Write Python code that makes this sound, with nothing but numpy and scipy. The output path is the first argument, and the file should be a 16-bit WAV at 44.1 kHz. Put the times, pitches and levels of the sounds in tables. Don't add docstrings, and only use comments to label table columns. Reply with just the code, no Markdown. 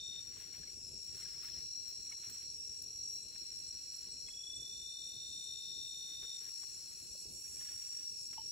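import sys
import numpy as np
from scipy import signal
from scipy.fft import rfft, irfft, next_fast_len
from scipy.io import wavfile
from scipy.ndimage import uniform_filter1d

SR = 44100
rng = np.random.default_rng(int(sys.argv[2]) if len(sys.argv) > 2 else 0)


def to_wav(sig):
    pcm = np.clip(np.atleast_2d(sig), -1, 1) * 32767
    pcm = np.round(pcm).astype(np.int16)
    wavfile.write(sys.argv[1], SR, pcm.T)


def volts(x):
    e = np.asarray(x, float) / 20
    return 10 ** e


N = 375291

# [t/s, level/dB]
KATYDID_EFFORT = [(0.0, -61.5), (.9, -61), (2.5, -61), (5.0, -59.5), (6.5, -58), (7.1, -58), (7.5, -55.5),
                  (8.1, -57.5), (8.51, -59)]


def rms_one(x):
    return x / np.sqrt(np.mean(x ** 2) + 1e-20)


def in_time(rows):
    s, *columns = np.transpose(rows)
    return [np.interp(np.arange(N) / SR, s, c) for c in columns]


def at_hz(points, hz):
    points_hz, points_db = np.transpose(points)
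    return np.interp(np.log(hz), np.log(points_hz), points_db, -80, -80)


def pan(db):
    return volts(np.array([[db / 2], [-db / 2]]))


def drift(rate_hz):
    r = np.exp(-80 * np.pi * rate_hz / SR)
    slow = signal.lfilter([1], [1, -2 * r, r * r], rng.standard_normal(N // 40 + 2002))[2000:]
    return np.interp(np.arange(N) / 40, np.arange(len(slow)), rms_one(slow))


def ring(s, db, hz, t60_s, rise_s=0.0015):
    out, at = np.zeros(N), round(s * SR)
    t = np.arange(min(N - at, SR // 4)) / SR
    envelope = volts(db - 60 * t / t60_s) * (1 - np.exp(-t / rise_s))
    out[at:at + len(t)] = envelope * np.sin(2 * np.pi * hz * t)
    return out


def coloured(white, spectrum):
    # [f/Hz, 0-1]
    likeness = [(30, 0.94), (120, 0.89), (300, 0.72), (600, 0.18), (1200, 0.48), (2500, 0.47), (5000, 0.37),
                (6800, 0.7), (9000, 0.9), (16000, 1)]
    size = next_fast_len(N)
    hz = np.arange(1, size // 2 + 2) * SR / size
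    alike = np.clip(np.interp(hz, *np.transpose(likeness)), 0, 1)
    mid, side = rfft(white, size) * volts(at_hz(spectrum, hz))
    mid, side = irfft([np.sqrt(1 + alike) * mid, np.sqrt(1 - alike) * side], size)[:, :N]
    return (mid + side * [[1], [-1]]) / np.std(mid)


def grains(per_s, spread_db):
    sizes = volts(spread_db * np.minimum(rng.exponential(1, (2, N)), 5)) * rng.choice([-1, 1], (2, N))
    return sizes * (rng.random((2, N)) < per_s / SR)


def plateaus(rows, rise_db_s, fall_db_s, start_db=0, build_s=1):
    t = np.arange(0, N + 64, 64) / SR
    power = 0
    for start, end, db in rows:
        before, after = np.maximum(start - t, 0), np.maximum(t - end, 0)
        build_db = start_db * np.exp(-np.maximum(t - start, 0) / build_s)
        power = power + volts(2 * (db - rise_db_s * before - fall_db_s * after - build_db))
    return np.interp(np.arange(N) / SR, t, np.sqrt(power))


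def riding(x, gain):
    slow = uniform_filter1d(x.mean(axis=0) ** 2, size=SR // 6)
    return x / np.sqrt(slow + slow.max() / 300) * gain


def fire_and_air():
    # [t/s, level over the steady fire/dB, width/s]
    flares = [(.5, 3, 0.23), (.96, 0, 0.025), (1.16, 6, 0.036), (1.37, 5, 0.026), (1.58, 4, 0.073),
              (2.3, 5, 0.03), (2.9, 1.5, 0.13), (3.43, 6.5, 0.017), (4.1, 4, 0.05), (4.6, 4, 0.048),
              (5.12, 3, 0.039), (6.26, 3.5, 0.067), (7.15, 0, 0.065), (7.31, 5, 0.062), (7.56, 4, 0.1)]
    # [f/Hz, density/dB]
    roar_spectrum = [(20, -12), (32, -16.5), (45, 0), (70, 2.5), (166, -4.5), (218, -8), (419, -8),
                     (634, -19), (900, -27.5)]
    # [f/Hz, density/dB]
    night_spectrum = [(300, -6.5), (600, -11), (1200, -16), (2050, -18), (2600, 0), (3200, -13),
                      (3750, -6.5), (4250, -2), (4900, -5), (5300, 4), (5620, 21.5), (5870, 4), (6150, -11)]
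    start_db, end_db, night_db = -67.5, -70.5, -56.5
    t = np.arange(0, N + 64, 64) / SR
    lumps_db = sum(db * np.exp(-((t - s) / width_s) ** 2) for s, db, width_s in flares)
    fire_db = np.linspace(start_db, end_db, N) + np.interp(np.arange(N) / SR, t, lumps_db)
    flutter = rng.standard_normal((2, N)) * volts(2.65 * drift(10.9))
    roar = coloured(flutter, roar_spectrum) * volts(fire_db) * pan(1.7)
    return roar + volts(night_db) * coloured(rng.standard_normal((2, N)), night_spectrum) * pan(1.6)


def katydids():
    # [f/Hz, density/dB]
    chorus = [(6150, -8.5), (6500, -4.5), (7000, 1.5), (7800, 2.5), (8400, -1.5), (9000, -3.5),
              (9700, -6.5), (10500, -12), (11050, -8), (11280, -7), (11600, -15.5), (12300, -19),
              (14000, -20.5), (15750, -21.5)]
    # [t/s, peak/dB]
    ticks = [(1.2281, -52), (1.8794, -65), (2.3316, -49), (2.7761, -52), (3.2281, -50), (3.677, -49),
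             (4.1165, -49), (4.2827, -51), (4.5535, -46), (4.9995, -51), (5.434, -49), (5.8844, -49),
             (6.3415, -49), (6.8853, -52), (7.208, -52), (7.643, -55)]
    # [t/s, peak/dB, f/Hz]
    chirps = [(0.1506, -50, 7490), (1.048, -74, 7480), (2.2987, -48, 7250), (2.8215, -54, 7520),
              (5.5847, -44, 7160), (5.8526, -56, 7340), (6.1958, -57, 7150), (6.3609, -54, 7050),
              (6.7436, -45, 7030), (6.9391, -59, 7400), (7.0529, -61, 7200), (7.2275, -47, 7040),
              (7.906, -44, 7330), (8.16, -54, 6940), (8.2526, -51, 7200), (8.4218, -57, 7300)]
    # [t/s, peak/dB, f/Hz]
    squeaks = [(0.2803, -67, 15100), (1.03, -63, 15500), (1.16, -62, 15400), (1.8761, -57, 15200),
               (2.0188, -64, 15600), (2.3037, -57, 15000), (2.8225, -64, 15300), (3.1243, -56, 15300),
               (3.937, -70, 14900), (7.8106, -62, 15200), (8.2676, -65, 14900)]
    tick_hz = 7990
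    low_db, = in_time(KATYDID_EFFORT)
    top_db = -57.5 + 1.75 * (low_db + 60.5)
    white = rng.standard_normal((2, N)) + 0.37 * rms_one(grains(1500.0, spread_db=4.0))
    hiss = coloured(white, chorus)
    top = signal.sosfilt(signal.butter(2, 9300, "high", fs=SR, output="sos"), hiss)
    low = (hiss - top) * volts(low_db + 2.5 + 0.9 * drift(5.3))
    top = top * volts(top_db + 0.82 * drift(13.0))
    near = np.zeros(N)
    for s, db in ticks:
        near += ring(s, db + 6.5, tick_hz, 0.095, 0.0047) + ring(s + 0.0024, db - 5, 1.1 * tick_hz, 0.091)
    for s, db, hz in chirps:
        near += ring(s, db, hz, 0.048, 0.00082)
    for s, db, hz in squeaks:
        near += ring(s, db + 5, hz, 0.11, 0.0086)
        near += ring(s + 0.011, db, .985 * hz, 0.076, .008) + ring(s + .03, db, 1.012 * hz, 0.076, .008)
    return low + top + near


def peeps():
    per_s, t60_s, level_db = 5.9, 0.029, 5
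    r, out = volts(-60 / (t60_s * SR)), 0
    for hz in (6660, 7040, 7200, 7330, 7770):
        starts = (rng.random(N) < per_s / SR) * volts(rng.normal(0, 3.3, N)) + 1e-18
        soft = uniform_filter1d(signal.lfilter([1], [1, -r], starts), size=200)
        out = out + soft * np.sin(2 * np.pi * hz / SR * np.arange(N))
    return out * volts(in_time(KATYDID_EFFORT)[0] + level_db)


def bottle_cap():
    start_s, length_s, low_hz, top_hz, db, uneven_db = 6.37, .165, 1050, 1850, -80, 4
    share = np.clip((np.arange(N) / SR - start_s) / length_s, 0, 1)
    hz = low_hz + (top_hz - low_hz) * (1 - np.abs(2 * share - 1))
    level = volts(db + uneven_db * drift(60.0)) * np.sqrt(np.sin(np.pi * share))
    return level * np.sin(2 * np.pi * np.cumsum(hz) / SR)


def creases():
    per_s, ring_cycles = 1500.0, 11
    clicks, dealt, out = grains(per_s, spread_db=3.0) + 1e-18, rng.integers(0, 12, N), 0
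    for k, hz in enumerate(np.geomspace(900, 12000, num=12)):
        r = volts(-60 * hz / (ring_cycles * SR))
        poles = [1, -2 * r * np.cos(2 * np.pi * hz / SR), r * r]
        rung = signal.lfilter([(1 - r) / 2, 0, (r - 1) / 2], poles, clicks * (dealt == k))
        out = out + np.sqrt(hz) * rung / np.sqrt(1 - r)
    return rms_one(out)


def camper():
    # [start/s, length/s, level/dB]
    moves = [(0.128, 0.58, -75.5), (0.371, 0.088, -68.5), (0.54, 0.012, -67.5), (1.078, 0.077, -77.5),
             (1.152, 0.12, -69), (1.285, 0.33, -71), (1.438, 0.065, -67.5), (1.86, 0.045, -75.5),
             (1.9, 0.3, -83.5), (2.114, 0.011, -68.5), (2.234, 0.077, -70.5), (2.294, 0.14, -74),
             (2.66, 0.11, -87), (3.32, 0.078, -77), (3.393, .65, -82), (4.02, 0.063, -76),
             (4.16, 0.013, -86), (4.286, 0.02, -74.5), (6.084, 0.058, -75.5), (6.225, 0.025, -68.5),
             (6.284, 0.31, -79), (6.416, 0.072, -72.5), (6.62, 0.026, -73), (6.653, 0.41, -79.5),
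             (7.445, .15, -79), (7.597, 0.13, -67.5), (7.578, 0.044, -78), (7.743, 0.29, -73.5),
             (8.338, 0.0076, -68.5)]
    # [f/Hz, density/dB]
    cloth = [(500, -14), (900, -9), (1500, -3.5), (2300, -1.5), (3500, -3), (6000, -11), (12000, -9.5),
             (16000, -8.5)]
    # [t/s, peak/dB, f/Hz]
    tap_rows = [(0.532, -64, 2200), (1.172, -60, 1600), (1.228, -54, 2040), (1.258, -52, 1640),
                (1.485, -54, 1750), (1.573, -59, 1950), (7.61, -59, 1800), (7.608, -57, 3200),
                (7.685, -54, 1710), (7.69, -60, 2500), (7.733, -61, 2500), (7.927, -65, 2900),
                (0.632, -54.5, 1710), (0.679, -55, 2200), (1.436, -56, 1310), (1.532, -52, 3160),
                (2.066, -62, 2500), (2.113, -58, 1310), (2.122, -44.5, 2215), (2.127, -59, 2930),
                (2.13, -60, 960), (2.119, -59, 4670), (2.236, -56, 2530), (3.36, -63, 1850),
                (4.284, -53.5, 2140), (4.287, -49, 2580), (4.413, -65, 2600), (6.1, -62, 422),
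                (6.115, -56, 310), (6.195, -60, 330), (6.228, -55.5, 380), (6.247, -55, 470),
                (6.278, -62, 477), (6.285, -68, 895), (1.415, -67, 1330), (1.455, -62, 1300),
                (7.462, -59, 2420), (7.478, -59, 2550), (7.71, -67, 2500), (7.85, -64, 2520),
                (7.868, -61, 2450), (7.962, -63, 2450), (7.985, -56.5, 2540), (7.151, -53, 550),
                (7.256, -52, 435), (7.447, -61, 1610), (7.497, -59, 2570), (7.566, -57, 2370)]
    # [f/Hz, level/dB, t60/s]
    bottle = [
        (850, -5, .03),
        (897, -1, .095),
        (2950, -13, .08),
        (3030, -19, .25),
    ]
    still_db, uneven_db = -89, 1.2
    knock_s, knock_db, knock_side_db = 8.3795, -41.5, -1.5
    white = rng.standard_normal((2, N)) + 0.57 * creases()
    moving = plateaus([(s, s + length, db) for s, length, db in moves], rise_db_s=700, fall_db_s=340)
    rustle = coloured(white, cloth) * (moving + volts(still_db)) * volts(4.0 + uneven_db * drift(28.0))
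    taps = np.zeros(N)
    for s, db, hz in tap_rows:
        taps += ring(s, db - 1.5, hz, 0.033, 0.00035) + ring(s, db - 7, 2 * hz, 0.0065, 0.00035)
    knock = sum(ring(knock_s, knock_db + db, hz, t60_s) for hz, db, t60_s in bottle)
    return rustle + taps + knock * pan(knock_side_db)


def embers():
    # [t/s, peak/dB, mid band/dB, low band/dB]
    snaps = [
        (2.2998, -43, -10, -20),
        (2.823, -43.5, 3, -26),
        (3.36, -63, 2, 3.5),
        (3.936, -54, -6, -15),
        (3.9637, -49, -9, -24),
        (4.285, -69, 4, 7),
        (6.228, -65.5, 7, 10.5),
        (6.247, -74, -1, 9),
        (6.633, -70, 2, 14.5),
        (8.33, -71, 2, 16),
    ]
    out, t = np.zeros((2, N)), np.arange(SR // 20) / SR
    for s, db, mid_db, low_db in snaps:
        for low_hz, high_hz, rel_db in ((8000, 13500, 0.004), (4300, 4700, mid_db - 21), (860, 2700, low_db)):
            noise = rng.standard_normal(len(t)) + 0.5 * rng.standard_normal((2, len(t)))
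            band = signal.butter(2, [low_hz, high_hz], "band", fs=SR, output="sos")
            burst = signal.sosfilt(band, noise * volts(-60 * t / 0.027))
            out[:, round(s * SR):][:, :len(t)] += volts(db + rel_db + 4.0) * burst / np.abs(burst).max()
    return out


def cricket(calls, rate_hz, side_db, slide_s, pulse, second, rough, sway_db, echo_db, weak_start, count,
            bend=1, slowing=0, flips=0, release_s=.07, order=1, fade_db_s=81.0):
    overtone_db = -28.5
    out = np.zeros((2, N + SR))
    for start, end, first_hz, held_hz, level_db in calls:
        on = slice(max(round(start * SR), 0), min(round(end * SR), N))
        t = np.arange(on.start, on.stop) / SR - start
        lead_s = slowing * (1 - first_hz / held_hz) * slide_s * (1 - np.exp(-t / slide_s))
        beats = rate_hz * (t + lead_s)
        stroke = np.floor(beats)
        share = beats - stroke
        settling = np.exp(-(stroke / rate_hz / slide_s) ** bend)
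        per_stroke = rng.standard_normal((2, 1500))[:, np.clip(stroke.astype(int), 0, 1499)]
        chance = per_stroke * rough * (1 + 4.9 * settling)

        gains = (1, second * (1 - settling) ** (5.4 * bend - 5.3))
        lags = (0, 1 - pulse)[::order]
        shape = sum(g * np.sin(np.pi * np.clip((share - lag) / pulse, 0, 1)) for g, lag in zip(gains, lags))

        hz = held_hz - (held_hz - first_hz) * settling
        turn = 2 * np.pi * hz * share / rate_hz + np.pi * flips * stroke
        turn = turn + chance[0] + 0.65 * drift(1.45)[on]
        tone = np.sin(turn) + volts(overtone_db) * np.sin(2 * turn)

        swell = (1 - weak_start * settling) * np.clip((end - start - t) / release_s, 0, 1)
        swell = swell * volts(sway_db * drift(2.27)[on] + 4.1 * chance[1])
        song = pan(side_db) * volts(level_db) * rms_one(swell * shape * tone)
        out[:, on] += [song[0], np.roll(song[1], count)]
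        for k, lag in enumerate((rng.uniform(.002, .25, 32) * SR).astype(int)):
            out[k % 2, on.start + lag:][:len(t)] += volts(echo_db - fade_db_s * lag / SR) * song[k % 2]
    return out[:, :N]


def crickets():
    # [start/s, end/s, first f/Hz, held f/Hz, level/dB]
    high_calls = [
        [(-1.0, .72, 5200, 5690, -4), (.48, 1.6, 5150, 5385, -6), (.8, 3.3, 5150, 5615, -2),
         (1.5, 4.25, 5130, 5385, -14), (3.3, 5.5, 5550, 5640, -2), (5.53, 6.9, 5200, 5570, -6),
         (7.12, 9.0, 5150, 5615, -3)],
        [(-1.0, 1.3, 5200, 5610, -3), (1.3, 3.25, 5550, 5680, -3), (2.62, 4.3, 5350, 5570, -6),
         (3.53, 4.9, 5300, 5500, -9), (4.3, 6.95, 5600, 5690, -1), (6.8, 9.0, 5600, 5670, -4)],
        [(4.21, 6.7, 5230, 5600, -4), (6.29, 7.25, 5180, 5400, -8), (8.04, 9.0, 5250, 5540, -8)],
        [(1.8, 4.8, 5450, 5570, -8), (7.5, 9.0, 5450, 5560, -9)],
    ]
    middle_calls = [
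        [(-1.0, .70, 4100, 4290, -65.5), (.83, 2.52, 4120, 4235, -60), (2.63, 4.29, 4120, 4235, -60),
         (4.42, 6.1, 4120, 4225, -61), (6.0, 7.25, 4250, 4250, -63), (7.15, 9.0, 4330, 4330, -67)],
        [(-1.0, .72, 4200, 4240, -72), (4.55, 5.8, 4120, 4230, -71), (5.7, 9.0, 4245, 4245, -67)],
    ]
    low_calls = [
        (-2.014, .211, 3395, 3640, -50.5),
        (4.25301, 6.377, 3395, 3640, -52.5),
    ]
    # [t/s, level/dB]
    trill = [(0.0, -41), (0.02, -54), (0.19, -52), (0.5, -54.5), (1.8, -48), (1.87, -50), (2.89, -50),
             (3.15, -44.5), (3.27, -57), (3.36, -50.5), (5.92, -52), (6.54, -49.5), (6.99, -57),
             (7.68, -50), (8.46, -51), (8.51, -43.5)]
    # [t/s, level/dB]
    low_effort = [(0.0, 0.5), (.3, -1), (4.25, -2), (4.55, 4), (5.2, 0), (6.1, -2), (6.35, -1), (8.51, 0.0)]
    # [lag/s, level/dB]
    trunks = [
        (.012, -13),
        (.035, -10),
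        (.07, -19),
    ]
    high_rates_hz, high_sides_db = (46.84, 46.79, 46.89, 46.7), (0.5, 1, 3.5, 1)
    middle_rate_hz, middle_sides_db = 113.12, (4.5, 4.5)

    high = sum(cricket(calls, rate_hz, side_db, slide_s=0.095, pulse=0.57, second=0.51, rough=0.18,
                       sway_db=3.0, echo_db=2.5, weak_start=0.67, count=-1)
               for calls, rate_hz, side_db in zip(high_calls, high_rates_hz, high_sides_db))
    middle = sum(cricket(calls, middle_rate_hz, side_db, slide_s=0.5, pulse=0.66, second=0, rough=0.094,
                         sway_db=4.0, echo_db=-4.0, weak_start=0.21, count=0, slowing=.3, flips=k)
                 for k, (calls, side_db) in enumerate(zip(middle_calls, middle_sides_db)))
    low = cricket(low_calls, 30.965, 3, slide_s=0.41, pulse=0.52, second=1.18, rough=.06,
                  sway_db=0.0, echo_db=-17, weak_start=0.57, count=2,
                  bend=1.28, slowing=-.14, release_s=.006, order=-1, fade_db_s=98.0)
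    near = sum(volts(db) * np.pad(low, ((0, 0), (round(lag * SR), 0)))[:, :N] for lag, db in trunks)

    holds = [(start, end, db) for calls in middle_calls for start, end, first_hz, held_hz, db in calls]
    middle_gain = plateaus(holds, rise_db_s=140, fall_db_s=70, start_db=14.0, build_s=.2)
    high = riding(high, volts(in_time(trill)[0]))
    return high + riding(middle, middle_gain) + volts(in_time(low_effort)[0]) * (low + near)


def scene():
    return fire_and_air() + katydids() + peeps() + bottle_cap() + camper() + embers() + crickets()


def thin_bands(pair):
    # [f/Hz, share]
    keep_share = [(500, .2), (1000, 0.39), (2200, .5), (2600, 0.27), (3200, 0.5), (3700, .06), (4600, .06),
                  (5000, 0.18), (6500, 0.052), (7500, 0.3), (9000, 0.53), (11000, 0.58), (13000, .66),
                  (16000, 0.33)]
    trill_mask_db, low_mask_db, grain_db = -29, -35, -2.5
    hz, _, lines = signal.stft(pair, SR, nperseg=2048)
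    line_hz, centre_hz = hz[:1024, None], hz[4:1024:8, None]
    power = np.abs(lines[:, :1024]) ** 2
    bands = uniform_filter1d(power.reshape(2, 128, 8, -1).mean(axis=2), size=2, axis=2)
    total = bands.sum(axis=0)
    share = np.interp(centre_hz, *np.transpose(keep_share))
    usual = share ** 2 * np.median(total, axis=1, keepdims=True)
    masked = total.max(axis=0) * volts(2 * trill_mask_db) * (np.abs(centre_hz - 6100) < 300)
    low_call = total[19:22].max(axis=0)
    masked = masked + low_call * volts(2 * low_mask_db) * (np.abs(centre_hz - 3150) < 200)
    grainy = (line_hz > 6300) | (np.abs(line_hz - 2000) < 1300)
    coarse = np.repeat(bands, 8, axis=1) * volts(2 * grain_db) * grainy
    lines[:, :1024] *= np.repeat(bands > np.maximum(usual, masked), 8, axis=1) * (power > coarse)
    return signal.istft(lines, SR, nperseg=2048)[1][:, :N]


def roll_off(x):
    return signal.sosfilt(signal.butter(12, 16360, fs=SR, output="sos"), x)


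def record(dry):
    port_from_hz, port_turn_hz, cut_hz = 6950, 4100, 15770
    size = next_fast_len(N + SR // 10)
    hz = np.arange(size // 2 + 1) * SR / size
    turn = np.pi * np.maximum(hz - port_from_hz, 0) / port_turn_hz
    ports = np.exp(1j * turn * [[-1], [1]])
    left, right = irfft(rfft(dry, size) * (hz < cut_hz) * ports, size)[:, :N]
    mid, side = thin_bands(np.array([left + right, left - right]) / 2)
    return roll_off(np.array([mid + side, mid - side]))


dry = scene()
out = record(dry)
to_wav(out)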